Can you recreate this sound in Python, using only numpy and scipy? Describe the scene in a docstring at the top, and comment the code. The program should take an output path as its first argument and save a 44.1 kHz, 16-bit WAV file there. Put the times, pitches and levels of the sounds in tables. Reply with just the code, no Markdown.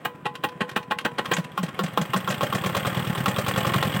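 """Diesel pump on a pond bank

Close to the microphone, on an open bank, a single-cylinder diesel on a water pump is hand-cranked,
catches and gathers speed. Cranking turns chuff and clack; then each cycle knocks, shakes the frame,
booms and rasps out of the exhaust and draws air again, while the rattle of gears and pump grows with
the speed. Far off over the water a second pump chugs."""
import sys
import numpy as np
from scipy import signal
from scipy.fft import rfft, irfft
from scipy.io import wavfile

SR = 44100
rng = np.random.default_rng(int(sys.argv[2]) if len(sys.argv) > 2 else 0)


def inscribe(sig):
    """Save sig as 16-bit PCM at rate SR to the path in sys.argv[1].

    A 1-D sig is mono; a 2-D sig holds one channel per row.
    Samples are clipped to [-1, 1] before scaling.
    """
    pcm = np.round(np.clip(np.atleast_2d(sig).T, -1, 1) * 32767)
    wavfile.write(sys.argv[1], SR, pcm.astype(np.int16))


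N = 176400
T = np.arange(N) / SR

def undb(db):
    """Decibels to gain."""
    return 10 ** (np.asarray(db) / 20)

def add(out, start, sound):
    """Mix a sound in at a time in seconds."""
    i = int(np.clip(start * SR, 0, N))
    out[i:i + len(sound)] += sound[:N - i]

def envelope(shape):
    """Smooth rise, hold and exponential fall; every shape is (attack_s, hold_s, decay_s)."""
    attack, hold, decay = shape
    t = T[:SR // 5]
    rise = np.sin(np.pi / 2 * np.minimum(t / attack, 1)) ** 2
    return rise * np.exp(-np.maximum(t - attack - hold, 0) / decay)

def bursts(times, dbs, shape):
    """Gain curve of a series of bursts."""
    out, env = np.zeros(N), envelope(shape)
    for t, db in zip(times, dbs):
        add(out, t, undb(db) * env)
    return out

def strokes(t, db, shape):
    """Bursts, each led in by the swell of the compression."""
    return bursts(t, db, shape) + bursts(t - .0081, db - 18.5, shape=(.0069, .00075, .0014))

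def grit(rough_db):
    """Noise broken into millisecond grains of uneven loudness."""
    x = rng.standard_normal(N) * undb(rough_db * np.repeat(rng.standard_normal(N // 42), 42))
    return x / x.std()

# Ringing of block and tank, over the plain response: pitch_hz, t60_s, level_db
BODY = [(487, 0.2, 2), (556, 0.14, -5.5), (843.4, 0.14, 2), (1080, 0.068, 8), (1270, 0.24, -3.5),
        (1555, 0.038, -3.5), (1907, 0.068, 1), (2550, 0.048, -6), (2768, 0.049, -2), (3190, 0.038, -7.5),
        (4330, 0.03, -27), (5700, 0.11, -16)]
def colour(x, spectrum, body=1):
    """Causal filter of unit power, with a share of the ringing of the engine body."""
    size = 16384
    f = np.arange(size // 2 + 1) * SR / size
    hz, db = np.array(spectrum).T
    gain = undb(np.interp(np.log(f + 1), np.log(hz), db))
    cepstrum = irfft(np.log(gain))
    cepstrum[1:size // 2] *= 2  # fold to minimum phase
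    cepstrum[size // 2 + 1:] = 0
    ringing = sum(undb(g) / (1 + 2j * np.pi * (f - pitch) * t60 / np.log(1000)) for pitch, t60, g in BODY)
    impulse = irfft(np.exp(rfft(cepstrum)) * (1 + body * ringing))
    return signal.fftconvolve(x, impulse / np.linalg.norm(impulse))[:N]

def boom(hz, db, shape, sag_per_s=0):
    """A few swings of a low resonance; the pitch may sag, passing hz at the end of the attack."""
    env = envelope(shape)
    pitch = hz * np.exp(-sag_per_s * (T[:len(env)] - shape[0]))
    return -undb(db) * env * np.sin(2 * np.pi * np.cumsum(pitch) / SR)

def mode(hz, t60, db, age):
    """One dying vibration of struck metal."""
    return undb(db) * np.sin(2 * np.pi * hz * age) * np.exp(-np.log(1000) * age / t60)

def ring(modes, starts, dbs, detune):
    """Modes struck at given times, slightly detuned on each blow."""
    out, age, contact_s = np.zeros(N), T[:SR // 2], .003
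    for start, blow_db in zip(starts, dbs):
        tone = sum(mode(hz * rng.normal(1, detune), t60, db, age) for hz, t60, db in modes)
        add(out, start, undb(blow_db) * tone * (1 - np.exp(-age / contact_s)))
    return out

def cycles(rows):
    """Start and length of each engine cycle, in seconds."""
    t = np.array([row[0] for row in rows])
    return t, np.append(np.diff(t), t[-1] - t[-2])

# Air over the pond: frequency_hz, level_db
AIR_SPECTRUM = [(25, -14), (60, 7), (150, 29.5), (500, 23), (1500, 7), (3200, -40), (4500, -42),
                (8000, -23), (16000, -30)]
def open_air():
    """A quiet, low wash of air at the microphone."""
    return undb(-47.5) * colour(rng.standard_normal(N), AIR_SPECTRUM, body=0)

# Gear and pump rattle, and the fine sizzle of spinning parts, close by: time_s, level_db
RATTLE_LEVEL = [(0, -48), (.3, -53.5), (.7, -46.5), (1.0, -55), (1.3, -39), (1.5, -45.5), (1.75, -41.5),
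                (2.1, -38), (2.5, -34.5), (3.0, -33), (3.4, -34), (3.7, -30), (4.0, -32.5)]
SIZZLE_LEVEL = [(0, -70), (1.1, -74), (1.32, -51), (1.5, -80), (1.9, -57), (2.4, -48.5), (3.0, -46),
                (4.0, -42.5)]
# Their tone: frequency_hz, level_db
RATTLE_SPECTRUM = [(30, -56), (60, -44), (120, 2.5), (230, 5.5), (390, -4), (520, -1.5), (750, -4.5),
                   (1100, -2), (2000, -6), (3200, -11.5), (4200, -24.5), (6000, -29), (8200, -25),
                   (10700, -33), (16000, -38)]
SIZZLE_SPECTRUM = [(200, -30), (3000, -39), (4600, -2), (6200, -13), (8200, 6), (10500, -14), (13700, 6.5),
                   (15800, 6.5)]
SLAP_TURNS, SLAP_DB = (.015, .225, .485, .775), (-4.5, -5.5, 4, -4)  # cycle shares; dB over the rattle
def machinery():
    """Gears and pump rattle with the speed; the piston slaps at each dead centre, four times a cycle."""
    t, cycle = cycles(CHUFFS[:-1] + FIRINGS)  # the last chuff is also the first firing
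    env = undb(rattle_db(T) - 2)
    for turn, db in zip(SLAP_TURNS, SLAP_DB):
        when = t + turn * cycle
        env = np.hypot(env, bursts(when, rattle_db(when) + db, shape=(.0014, .0091, .0045)))
    sizzle_gain = undb(np.interp(T, *np.array(SIZZLE_LEVEL).T) - rattle_db(T))
    sizzle = colour(grit(rough_db=2) * env * sizzle_gain, SIZZLE_SPECTRUM, body=0)
    return sizzle + colour(grit(rough_db=3) * env, RATTLE_SPECTRUM, body=.45)

def rattle_db(when):
    """Level of the rattle at a time."""
    return np.interp(when, *np.array(RATTLE_LEVEL).T)

# Compressions blown off while cranking: start_s, level_db, hiss_db
CHUFFS = [(.048, -25, -32), (.253, -24, -59), (0.435, -22, -32.5), (0.605, -22, -89.5), (0.76, -22, -34.5),
          (0.907, -22.5, -41), (1.047, -22, -36), (1.182, -22, -60), (1.312, -20.5, -33)]
# Tone of the escaping air: frequency_hz, level_db
CHUFF_SPECTRUM = [(40, -19), (90, -8.5), (190, 3.5), (300, 3.5), (600, -3.5), (1100, -4), (1700, -0.5),
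                  (2200, -9), (3000, -5), (4000, -16), (6000, -32), (8500, -26), (11000, -34.5),
                  (16000, -45)]
HISS_SPECTRUM = [(100, -55), (4000, -15), (8000, -9), (12000, -16), (15500, 1)]
# Free ring of crank and flywheel, relative to the chuff: pitch_hz, t60_s, level_db
CRANK_MODES = [(486.4, 0.5, -13), (862, 0.18, -8.5), (1008, 0.91, -17), (1072, 0.11, -2.5),
               (1597, 0.081, -13), (1970, 0.2, -16), (2455, 0.044, -1), (2810, 0.041, -3.5),
               (4390, 0.043, -14.5)]
def cranking():
    """Compressed air chuffs and hisses out on each cranked cycle; crank and flywheel ring."""
    t, db, hiss_db = np.array(CHUFFS).T
    shape = (.0033, .012, .0044)
    chuff = colour(grit(rough_db=2.5) * strokes(t, db, shape), CHUFF_SPECTRUM)
    crank = ring(CRANK_MODES, t + .002997, db, detune=.013)
    hiss = colour(grit(rough_db=3) * bursts(t, hiss_db, shape), HISS_SPECTRUM, body=0)
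    return chuff + crank + hiss

def far_pump():
    """Soft, even exhaust beats from far over the water."""
    out, period_s = np.zeros(N), .0817
    for when in np.arange(.0605, T[-1], period_s):
        add(out, when, boom(hz=160.5, db=-35, shape=(.007, .0032, .0044)))
    return out

PUFF_SHAPE = (.0031, .0052, .0022)
def intake():
    """The intake gulps three quarters through each cycle, louder as the rattle rises."""
    out = np.zeros(N)
    t, cycle = cycles(CHUFFS[:-1] + FIRINGS)
    for when in t + .75 * cycle:
        db = -23 + 1.17 * (rattle_db(when) - rattle_db(T[-1]))
        add(out, when, boom(hz=139, db=db, shape=PUFF_SHAPE))
    return out

# Clacks of valve gear and piston: start_s, level_db
CLACKS = [(0.353, -33), (.487, -39.5), (0.692, -31), (.712, -39.5), (.761, -27.5), (.827, -44),
          (0.986, -27.5), (1.008, -38), (1.049, -24.5), (1.183, -26), (1.255, -28.5), (1.334, -25.5),
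          (1.366, -26.5), (1.442, -37), (1.662, -39.5), (1.687, -38.5), (1.862, -33), (2.321, -29.5),
          (2.342, -32), (3.258, -27), (3.736, -24.5), (3.826, -23)]
# Their tone: frequency_hz, level_db
CLACK_SPECTRUM = [(60, -8), (300, -13), (1000, 8), (2000, 6), (3200, 7), (4500, -3), (7500, -10),
                  (10500, -14), (16000, -20)]
def clacks():
    """Valve gear and piston strike sharply and ring the block."""
    env = bursts(*np.array(CLACKS).T, shape=(.00067, .0053, .0041))
    return colour(grit(rough_db=3) * env, CLACK_SPECTRUM)

# Firings of the near engine: start_s, knock_db, exhaust_opens_s, boom_hz, boom_db, rasp_db, puff_db
FIRINGS = [(1.313, -24.5, 1.381, 187.3, -21, -29.5, -51), (1.576, -17, 1.630, 184, -21.5, -27.5, -29),
           (1.791, -15, 1.836, 182, -19.5, -28.5, -55), (1.974, -13.5, 2.013, 183, -18.5, -27, -47),
           (2.134, -13, 2.161, 153.5, -24, -24.5, -33), (2.275, -16.5, 2.301, 138, -26, -22.5, -27),
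           (2.408, -19.5, 2.429, 143, -21, -22.5, -55.5), (2.525, -18, 2.547, 133, -21.5, -23, -39),
           (2.638, -18.5, 2.659, 131, -21.5, -22.5, -27), (2.748, -16, 2.765, 127, -20.5, -21.5, -48),
           (2.848, -19.5, 2.865, 129, -19, -23, -29), (2.946, -27, 2.970, 138, -18.5, -30.5, -20),
           (3.045, -28, 3.071, 139, -20, -31, -16.5), (3.150, -27, 3.177, 138, -22, -28, -19.5),
           (3.258, -16, 3.279, 128, -20, -21.5, -42), (3.362, -21, 3.382, 122, -20, -22.5, -24.5),
           (3.464, -21.5, 3.480, 126, -19, -19.5, -39), (3.56, -22, 3.574, 126, -19, -21.5, -28),
           (3.648, -17.5, 3.666, 130, -17.5, -23, -30), (3.738, -15.5, 3.759, 137, -15, -28, -30),
           (3.826, -18.5, 3.849, 128, -18.5, -29.5, -16), (3.918, -32, 3.944, 141, -19, -28.5, -17)]
# Ring of the cylinder under a knock: pitch_hz, t60_s, level_db
CYLINDER_MODES = [(523, 0.21, -17.5), (1070, 0.027, 2.5), (1122, 0.026, 7), (1335, 0.035, 3),
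                  (2635, 0.013, 0), (3440, 0.011, -9.5)]
# Tone of the crack: frequency_hz, level_db
KNOCK_SPECTRUM = [(40, -60), (120, -27), (280, 8.5), (700, -0.5), (1150, 6.5), (1900, -8), (3500, -3.5),
                  (4300, -13), (6500, -21.5), (8500, -19.5), (11000, -26), (16000, -13)]
def knocks():
    """Each ignition cracks, rings the cylinder and sets the frame shaking."""
    t, db = np.array(FIRINGS)[:, :2].T
    cylinder = ring(CYLINDER_MODES, t, db - 2, detune=.032)
    shake = np.zeros(N)
    for start, knock_db in zip(t, db):
        add(shake, start, boom(hz=190.8, db=knock_db - 8, shape=(.026, .01, .01)))
    crack_db = -23.5 + .77 * (db - db.mean())
    crack = grit(rough_db=3.5) * strokes(t, crack_db, shape=(.00092, .0019, .011))
    return cylinder + shake + colour(crack, KNOCK_SPECTRUM)

# Loose sheet-metal parts, relative to the rattle: pitch_hz, t60_s, level_db
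LOOSE_PARTS = [(2080, 0.018, 2), (2850, 0.02, 1), (3280, 0.022, 3.5), (4570, 0.011, -11),
               (7970, 0.011, -10.5), (8750, 0.013, -5.5), (13700, 0.014, -5), (15000, 0.013, -18)]
def clinks():
    """Each piston slap of the running engine sets loose parts clinking."""
    out, age, spread_s = np.zeros(N), T[:SR // 20], .009
    t, cycle = cycles(FIRINGS)
    slaps = (t + np.outer(SLAP_TURNS, cycle)).ravel()
    for hz, t60, db in LOOSE_PARTS:
        for when in slaps + spread_s * rng.random(len(slaps)):
            level_db = rattle_db(when) + db + rng.normal(0, 2.3)
            add(out, when, mode(hz * rng.normal(1, .027), t60, level_db, age))
    return out

# Squeaks at the exhaust joint: start_s, pitch_hz, level_db
SQUEAKS = [(1.335, 6450, -26.5), (1.628, 7200, -37), (1.833, 7120, -34.5), (2.012, 6400, -37),
           (2.167, 7320, -33), (2.288, 6330, -33.5), (2.307, 6750, -31), (2.553, 6800, -36.5),
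           (2.668, 7420, -38), (2.871, 7700, -36), (3.148, 8170, -38), (3.285, 7160, -36),
           (3.387, 7600, -38), (3.484, 7700, -42), (3.58, 7600, -34), (3.671, 7300, -37)]
def squeaks():
    """Gas forced through the exhaust joint gives short, breathy, rising whistles."""
    out, env = np.zeros(N), envelope((.0028, .0018, .0079))[:SR // 25]
    flutter_hz, rise_per_s = 760, 12
    narrow = signal.butter(2, flutter_hz, fs=SR, output="sos")
    for t, hz, db in SQUEAKS:
        flutter = signal.sosfilt(narrow, rng.standard_normal(len(env)))
        phase = 2 * np.pi * np.cumsum(hz * (1 + rise_per_s * T[:len(env)])) / SR
        add(out, t, undb(db) * env * flutter / flutter.std() * np.sin(phase))
    return out

# Tone of the exhaust rasp: frequency_hz, level_db
RASP_SPECTRUM = [(40, -36), (120, -3), (250, 8.5), (390, 0.5), (600, 7), (850, -5.5), (1400, -2),
                 (2300, -4.5), (3300, -9.5), (4200, -13), (5700, -15.5), (7800, -16.5), (10500, -22.5),
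                 (13500, -22.5), (16000, -17)]
def exhaust():
    """The valve opens with a boom and a rasp; the rising piston pushes out a second puff mid-cycle."""
    opens, hz, boom_db, rasp_db, puff_db = np.array(FIRINGS)[:, 2:].T
    t, cycle = cycles(FIRINGS)
    out = np.zeros(N)
    for k in range(len(t)):
        add(out, opens[k], boom(hz[k], boom_db[k], shape=(.0022, .067 * cycle[k], .0058), sag_per_s=7.6))
        add(out, t[k] + .49 * cycle[k], boom(hz=177.4, db=puff_db[k], shape=PUFF_SHAPE))
    rasp = grit(rough_db=.5) * bursts(opens, rasp_db, shape=(.0025, .0033, .012))
    return out + colour(rasp, RASP_SPECTRUM)

def scene():
    """The near engine, a short scatter off the bank, the far pump and air; only the treble has width."""
    engine = machinery() + cranking() + intake() + clacks() + knocks() + clinks() + squeaks() + exhaust()
    decay_s = np.array([[.017], [.004]])  # bank scatter, stereo spread
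    tails = rng.standard_normal((2, SR // 4)) * np.exp(-T[:SR // 4] / decay_s)
    scatter, spread = (signal.fftconvolve(engine, h / np.linalg.norm(h))[:N] for h in tails)
    mid = engine + undb(-7.5) * scatter + far_pump() + open_air()
    side = undb(-13) * signal.sosfilt(signal.butter(6, 5500, "high", fs=SR, output="sos"), spread)
    return np.array([mid + side, mid - side])

def record(dry):
    """The microphone on the bank thins the bass and cuts the top."""
    low_cut_hz, top_hz = 65, 15900
    thin = signal.sosfilt(signal.butter(2, low_cut_hz, "high", fs=SR, output="sos"), dry)
    return signal.sosfilt(signal.ellip(10, .2, 70, top_hz, fs=SR, output="sos"), thin)

dry = scene()
out = record(dry)
inscribe(out)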